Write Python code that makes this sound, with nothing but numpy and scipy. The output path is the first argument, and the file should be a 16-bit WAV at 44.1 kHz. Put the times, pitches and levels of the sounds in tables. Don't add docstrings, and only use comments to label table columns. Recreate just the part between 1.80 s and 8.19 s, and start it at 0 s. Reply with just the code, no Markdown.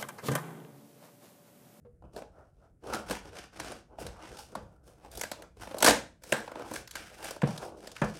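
import sys
import numpy as np
from scipy import signal
from scipy.fft import rfft, irfft, next_fast_len
from scipy.io import wavfile
from scipy.ndimage import uniform_filter1d, minimum_filter1d

SR = 44100
rng = np.random.default_rng(int(sys.argv[2]) if len(sys.argv) > 2 else 0)


def store_pcm(level_fs):
    pcm = np.round(np.clip(level_fs, -1, 1) * 32767).astype(np.int16)
    wavfile.write(sys.argv[1], SR, np.atleast_2d(pcm).T)


N = 281799
TIME = np.arange(N) / SR


def from_db(db):
    return 10 ** (np.asarray(db) / 20)


def rms_one(x):
    return x / np.sqrt(np.mean(x ** 2) + 1e-20)


def in_time(rows):
    s, *columns = np.transpose(rows)
    return [np.interp(TIME, s, column) for column in columns]


def at_hz(points, hz):
    table_hz, values = np.array(points)[:, 0], np.array(points)[:, 1]
    return np.interp(np.log(hz + 1e-6), np.log(table_hz), values)


def band(x, edges_hz, kind="band", order=2):
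    edges_hz = np.clip(edges_hz, 10, .45 * SR)
    return signal.sosfilt(signal.butter(order, edges_hz, kind, fs=SR, output="sos"), x)


def colour(x, spectrum):
    size = 2 * next_fast_len(len(x))
    hz = np.arange(size // 2 + 1) * SR / size
    cepstrum = irfft(np.log(from_db(at_hz(spectrum, hz))))
    response = np.exp(rfft(2 * cepstrum[:size // 2], size))
    return rms_one(irfft(rfft(x, size) * response)[:len(x)])


def drift(rate):
    knots = rng.standard_normal(N // 20)
    return np.interp(TIME * rate, np.arange(len(knots)), knots)


def add(out, s, x):
    at = int(s * SR)
    out[at:at + len(x)] += x[:max(N - at, 0)]


def ring(modes, t):
    tones = [from_db(db - 60 * t / t60) * np.sin(2 * np.pi * hz * t) for hz, db, t60 in modes]
    return sum(tones)


# [f/Hz, relative level/dB per Hz]
CREAK = [(65, -47), (110, 3.5), (162, -7), (218, 3), (278, -3.5), (313, 4.5), (394, 1), (472, 4.5),
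         (628, 0.5), (678, 0.5), (1210, -10), (1430, -11.5), (1900, -31), (2400, -26.5), (3120, -27),
         (5280, -120)]
# [f/Hz, relative level/dB per Hz]
RASP = [(880, -21), (1500, -4), (1900, -12.5), (2190, -10), (2690, -8.5), (4080, -11.5), (5380, -7),
        (7030, -13), (8830, -10.5), (13800, -21.5), (16000, -28.5)]


def cutting(grip_db=2.5, grip_changes_per_s=170, bite_hz=(1350, 2500)):
    creak_gain, rasp_gain = pushes()
    bite_db, _ = contact()
    grip = from_db(grip_db * np.clip(drift(grip_changes_per_s), -2, 2)) * catches()
    creak = panel(colour(grip * fibres(per_s=500, spread_db=1.0, smooth=0.83), CREAK))
    rasp = colour(grip * fibres(per_s=1500, spread_db=0.0, smooth=0.91), RASP)
    creaking = creak_gain * from_db(-0.5) * creak
    rasping = rasp_gain * (from_db(-6.5) * rasp + crackle())
    cut = creaking + rasping
    return cut + (from_db(bite_db) - 1) * band(cut, bite_hz, order=1)


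# [hardest moment t/s, build-up/s, let-go/s, relative creak level/dB,
# relative rasp level/dB, bite of steel/dB, sizzle of tape/dB]
STROKES = [(.24, 0.015, 0.078, -52.5, -82, -12, -13), (0.378, 0.044, 0.042, -39.5, -46.5, -0.5, -2),
           (.59, .08, 0.12, -61.5, -69, 5, -3), (.85, 0.11, 0.056, -65.5, -71.5, 1, -12),
           (1.147, 0.11, 0.078, -33, -40.5, 8, 0.5), (1.316, 0.042, 0.083, -36, -35.5, 6.5, 1.5),
           (1.481, 0.057, 0.028, -52.5, -50, 6.5, -10), (1.576, 0.052, .1, -45, -43.5, 7.5, -24),
           (1.862, 0.13, .14, -38, -41.5, 6, -11), (2.14, 0.044, 0.044, -51.5, -73, 3, -16),
           (2.203, 0.017, 0.11, -39.5, -44.5, 3.5, 7), (2.45, .12, 0.19, -49.5, -52, 11.5, -25),
           (2.605, 0.12, 0.11, -59, -48, -6, 1.5), (2.723, 0.056, 0.24, -49, -65.5, 1, 1),
           (3.075, 0.039, 0.11, -54, -61, 1, 9), (3.249, 0.065, .08, -55.5, -65, 12.5, 7),
           (3.412, 0.098, 0.022, -48.5, -47.5, 0, 8.5), (3.63, 0.075, 0.028, -52, -66, 1.5, 2),
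           (3.82, 0.048, .15, -48, -49, 6, 1.5), (3.98, 0.11, .03, -47, -56, 7, 5),
           (4.055, 0.036, 0.11, -31.5, -28.5, 11, 0.5), (4.52, 0.091, 0.17, -48, -46.5, 5, 9.5),
           (4.8, 0.11, 0.16, -42.5, -54.5, 12.5, 0), (4.95, 0.088, 0.073, -49, -41.5, 3, 5.5),
           (5.169, 0.037, .14, -47, -43.5, 10.5, 0), (5.478, 0.15, 0.097, -47, -48, 15, 13.5),
           (5.717, 0.1, 0.074, -42.5, -41, 1.5, -17), (5.827, 0.021, 0.056, -42, -42, 4.5, 0),
           (5.905, 0.13, 0.12, -47, -70, -8, 4), (6.062, 0.099, 0.062, -48.5, -49.5, 4.5, -7),
           (6.24, 0.093, 0.44, -55, -47, 3, -10)]
SWELL_DB = 15
CATCH_S, RELEASE_S = 0.0076, 0.012


def pushes():
    creak, rasp = np.zeros(N), np.zeros(N)
    for s, build_s, slack_s, creak_db, rasp_db, _, _ in STROKES:
        before_s, after_s = min(s, build_s + .1), slack_s + .1
        t = np.arange(-int(before_s * SR), int(after_s * SR)) / SR
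        away = np.minimum(np.maximum(-t / build_s, t / slack_s), 1)
        lifted = np.maximum(np.maximum((-t - build_s) / CATCH_S, (t - slack_s) / RELEASE_S), 0)
        force = from_db(-SWELL_DB * away) * np.exp(-lifted)
        start = max(s + t[0], 0)
        add(creak, start, from_db(creak_db) * force)
        add(rasp, start, from_db(rasp_db) * force)
    return creak, rasp


def contact():
    return in_time([(s, bite_db, sizzle_db) for s, *_, bite_db, sizzle_db in STROKES])


def catches(per_s=45, lift_db=4.0, fade_s=0.0042):
    jerks = (rng.random(N) < per_s / SR) * rng.uniform(0.38, 3.9, N)
    fading = signal.lfilter([1], [1, -np.exp(-1 / (fade_s * SR))], jerks + 1e-18)
    return 1 + (from_db(lift_db) - 1) * fading


def fibres(per_s, spread_db, smooth):
    sizes = from_db(spread_db * np.minimum(rng.exponential(1, N), 4)) * rng.choice([-1, 1], N)
    breaks = rms_one(sizes * (rng.random(N) < per_s / SR))
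    return breaks + smooth * rng.standard_normal(N)


# [f/Hz, width/Hz]
PANEL = [(313, 37), (484, 340), (640, 18), (880, 180), (1400, 290)]


def panel(x, wander_db=6.0, wander_rate=22):
    for hz, width_hz in PANEL:
        favour = from_db(wander_db * np.clip(drift(wander_rate), -2, 2))
        x = x + (favour - 1) * band(x, (hz - width_hz / 2, hz + width_hz / 2), order=1)
    return rms_one(x)


def crackle(per_s=30, level_db=-19, spread_db=4.5, length_s=0.0018):
    sizes = from_db(spread_db * np.clip(rng.standard_normal(N), -2, 2)) * (rng.random(N) < per_s / SR)
    bursts = signal.lfilter([1], [1, -np.exp(-1 / (length_s * SR))], sizes + 1e-18)
    return from_db(level_db) * colour(bursts * rng.standard_normal(N), RASP)


def taped(x, edge_hz=10500):
    _, sizzle_db = contact()
    paper = band(x, edge_hz, "low", order=1)
    return paper + from_db(sizzle_db) * (x - paper)


# [t/s, low part level/dB, middle part level/dB,
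# crisp part level/dB]
SNAPS = [(0.222, -54.5, -74, -81), (0.363, -40, -58, -51), (0.42, -40, -53, -62), (1.07, -53, -61, -54),
         (1.135, -57, -38, -39), (1.146, -36, -44, -39.5), (1.298, -37, -62, -43),
         (1.309, -35.5, -33.5, -37), (1.799, -42, -37.5, -39), (1.918, -43.5, -49, -46),
         (2.185, -39, -54, -68), (2.266, -63, -47, -43.5), (2.752, -32, -43, -47.5), (3.315, -63, -68, -56),
         (3.352, -57, -63, -51), (3.373, -45, -65, -45), (3.395, -64, -55, -50), (3.412, -40, -36.5, -37),
         (3.435, -37, -35, -42.5), (3.515, -35, -38.5, -40), (3.621, -52, -49.5, -53),
         (3.943, -33, -54.5, -56.5), (3.984, -46, -57, -40.5), (4.004, -47, -43, -39),
         (4.025, -21, -21.5, -21.5), (4.045, -15.5, -17, -16), (4.062, -19, -13.5, -15.5),
         (4.073, -18.5, -19.5, -19.5), (4.079, -15.5, -17, -31), (4.084, -18, -34, -19.5),
         (4.095, -61, -41, -27), (4.107, -22.5, -24.5, -28), (4.436, -57, -52.5, -52.5),
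         (4.522, -22.5, -22.5, -37), (4.913, -37.5, -62, -51), (4.937, -41.5, -73, -42.5),
         (4.96, -58, -38, -44), (5.075, -96, -50, -48.5), (5.11, -73, -50, -44), (5.154, -43.5, -35.5, -39),
         (5.443, -54, -47.5, -50), (5.508, -37, -48, -44.5), (5.562, -41, -65, -55),
         (5.6177, -36.5, -34.5, -51), (5.674, -43, -53, -47), (5.777, -46, -47, -41),
         (5.826, -37.5, -45.5, -68), (6.072, -44, -46.5, -44), (6.116, -64, -57, -47.5),
         (6.164, -69, -41, -47.5), (6.216, -24.5, -47, -44.5), (6.244, -40, -58, -46)]
# [f/Hz, relative level/dB per Hz]
TEAR = [(88, -55), (150, -31.5), (193, 0.5), (254, -3), (309, -5.5), (361, -20), (578, 7.5), (774, -10.5),
        (923, -2.5), (1190, -17.5), (1480, -4), (2450, -11), (2700, -15), (10200, -21), (16000, -36)]


def snaps(length_s=0.0069, rise_s=.0005, crisp_length_s=0.0065, variety_db=3.0):
    out, t = np.zeros(N), TIME[:2048]
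    swell = (1 - np.exp(-t / rise_s)) * np.exp(-(t / length_s) ** 3)
    crack = np.exp(-(t / crisp_length_s) ** 1.5)
    parts = [((150, 1100), swell), ((1100, 3500), swell), ((3500, 18000), crack)]
    pitches = np.geomspace(100, 18000, 40)
    for s, *levels_db in SNAPS + flute_bumps():
        own_db = at_hz(TEAR, pitches) + variety_db * rng.standard_normal(len(pitches))
        ripples = colour(rng.standard_normal(len(t)), np.column_stack([pitches, own_db]))
        for (edges_hz, shape), level_db in zip(parts, levels_db):
            burst = band(ripples * shape, edges_hz, order=3)
            loudness = np.sqrt(np.sum(burst ** 2) / (length_s * SR))
            add(out, s, from_db(level_db) * burst / loudness)
    return out


# [start t/s, end t/s, low part level/dB]
FLUTE_RUNS = [(3.872, 3.92, -40.5), (4.677, 4.82, -39)]
FLUTE_S = 0.039
FLUTE_MIDDLE_DB, FLUTE_CRISP_DB = -8.5, -19


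def flute_bumps():
    return [(s, db, db + FLUTE_MIDDLE_DB, db + FLUTE_CRISP_DB)
            for start, end, db in FLUTE_RUNS
            for s in np.arange(start, end, FLUTE_S)]


# [t/s, drive level/dB, slip rate/Hz, length/s,
# knock of the wall level/dB]
THUMPS = [(0.05, -50.5, 490, 0.026, -72.5), (0.24, -53, 83, 0.025, -78), (1.14, -39, 310, 0.031, -44),
          (1.305, -32.5, 305, 0.026, -52), (2.758, -50, 217, 0.03, -46.5), (4.078, -26, 290, 0.045, -45.5),
          (4.524, -28, 404, 0.022, -32), (4.912, -39, 297, 0.031, -48), (5.633, -18.5, 140, 0.017, -32.5),
          (6.219, -25, 145, 0.017, -25.5), (6.238, -34, 207, 0.013, -35.5)]
# [f/Hz, relative level/dB, t60/s]
BOX = [(135, -3.5, 0.079), (164, -5, .05), (207, -0.5, 0.09), (311.3, -11, 0.045), (407, -18, 0.13),
       (480, -10.5, 0.1)]


def thumps(knock_s=0.017, knock_hz=(300, 1700), lowest_hz=112, slip_jitter=0.13):
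    out, t = np.zeros(N), TIME[:SR // 2]
    for s, level_db, slips_per_s, length_s, knock_db in THUMPS:
        gaps = np.exp(slip_jitter * rng.standard_normal(400)) / slips_per_s
        impulses = np.diff(np.searchsorted(np.cumsum(gaps), t), prepend=-1)
        slips = impulses * np.exp(-(t / length_s) ** 3)
        add(out, s, from_db(level_db) * signal.fftconvolve(ring(BOX, t), slips)[:len(t)])
        knock = rms_one(band(rng.standard_normal(len(t)), knock_hz, order=3))
        add(out, s, from_db(knock_db) * knock * np.exp(-t / knock_s))
    return band(out, lowest_hz, "high", order=3)


# [t/s, level/dB before the modes' own levels]
TICKS = [(4.526, -24.5), (4.963, -46), (5.156, -44.5), (5.623, -47)]
# [f/Hz, relative level/dB, t60/s]
BLADE = [(1620, 12, 0.019), (1620, -15, .02), (3060, -41, 0.041), (8000, 12, 0.0025)]


def ticks():
    out = np.zeros(N)
    for s, level_db in TICKS:
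        add(out, s, from_db(level_db) * ring(BLADE, TIME[:SR // 4]))
    return out


# [middle t/s, half length/s, level/dB]
RUBS = [(.6, 0.058, -57.5), (0.843, 0.032, -63), (2.84, 0.11, -68), (3.19, 0.28, -74)]
# [f/Hz, relative level/dB per Hz]
RUB = [(200, -13), (450, -1), (630, 4.5), (900, -6), (1150, -9.5), (1400, -3), (1750, -17), (3000, -45)]


def rubbing():
    gain = sum(from_db(level_db) * np.exp(-((TIME - s) / half_s) ** 2) for s, half_s, level_db in RUBS)
    return gain * colour(rng.standard_normal(N), RUB)


# [t/s, relative rumble level/dB]
LURCHES = [(.03, -72), (.25, -55.5), (1.1, -54), (1.3, -48.5), (1.47, -53), (1.83, -54), (2.25, -48.5),
           (2.52, -57.5), (2.83, -52), (3.38, -53), (3.58, -66), (3.81, -52.5), (4.101, -46), (4.99, -58),
           (5.18, -59), (5.43, -64), (5.66, -53), (5.839, -58.5), (6.25, -48)]
# [f/Hz, relative level/dB per Hz]
RUMBLE = [(13, -40), (22, -11.5), (54, 7.5), (91, 0.5), (124, -1.5), (156, -4), (180, -4), (230, -33),
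          (400, -120)]
LURCH_RISE_S, LURCH_FALL_S = 0.042, 0.076
HANDLING_DB = -65.5


def shifting():
    power = np.full(N, from_db(HANDLING_DB) ** 2)
    for s, level_db in LURCHES:
        away = np.maximum((s - TIME) / LURCH_RISE_S, (TIME - s) / LURCH_FALL_S)
        power += (from_db(level_db) * np.exp(-away)) ** 2
    return np.sqrt(power) * from_db(2.5) * colour(rng.standard_normal(N), RUMBLE)


# [f/Hz, relative level/dB per Hz]
AIR = [(15, -24), (25, -11.5), (134, -3), (190, -6.5), (659, -20.5), (1100, -46), (1330, -31), (3340, -52),
       (9570, -41.5), (16000, -53)]


def quiet_air(level_db=-68.5):
    return from_db(level_db) * colour(rng.standard_normal(N), AIR)


# [f/Hz, t60/s]
ROOM_T60 = [(150, 0.39), (600, 0.31), (2500, 0.31), (7000, 0.3), (14000, 0.23)]


def room(x, first_echo_s=0.0015, build_s=0.01, dull_hz=11000):
    t, tail = TIME[:SR * 3 // 4], 0
    edges = np.geomspace(60, 18000, 9)
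    for low, high in zip(edges, edges[1:]):
        t60 = at_hz(ROOM_T60, np.sqrt(low * high))
        tail = tail + band(rng.standard_normal(len(t)), (low, high)) * from_db(-60 * t / t60)
    build = np.clip((t - first_echo_s) / build_s, 0, 1)
    tail = band(tail * build, dull_hz, "low", order=1)
    return signal.fftconvolve(x, tail / np.sqrt(np.sum(tail ** 2)))[:N]


def scene():
    cut = cutting() + rubbing()
    thump, tick = thumps(), ticks()
    direct = taped(cut + snaps()) + tick + thump
    rumble = shifting()
    air = quiet_air()
    echoes = room(from_db(-9.5) * (taped(cut) + tick) + from_db(-11.5) * thump)
    for wall in range(3):
        echoes = echoes + from_db(-15.0) * room(taped(snaps()))
    return (direct + rumble + air + echoes)[None]


CUTOFF_HZ = 16000


def record(dry, ceiling=0.47):
    needed = np.minimum(1, ceiling / (np.abs(dry) + 1e-9))
    gain = uniform_filter1d(minimum_filter1d(needed, size=130), size=130)
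    top_cut = signal.ellip(10, .1, 80, CUTOFF_HZ, fs=SR, output="sos")
    return signal.sosfilt(top_cut, gain * dry)


dry = scene()
out = record(dry)
store_pcm(out)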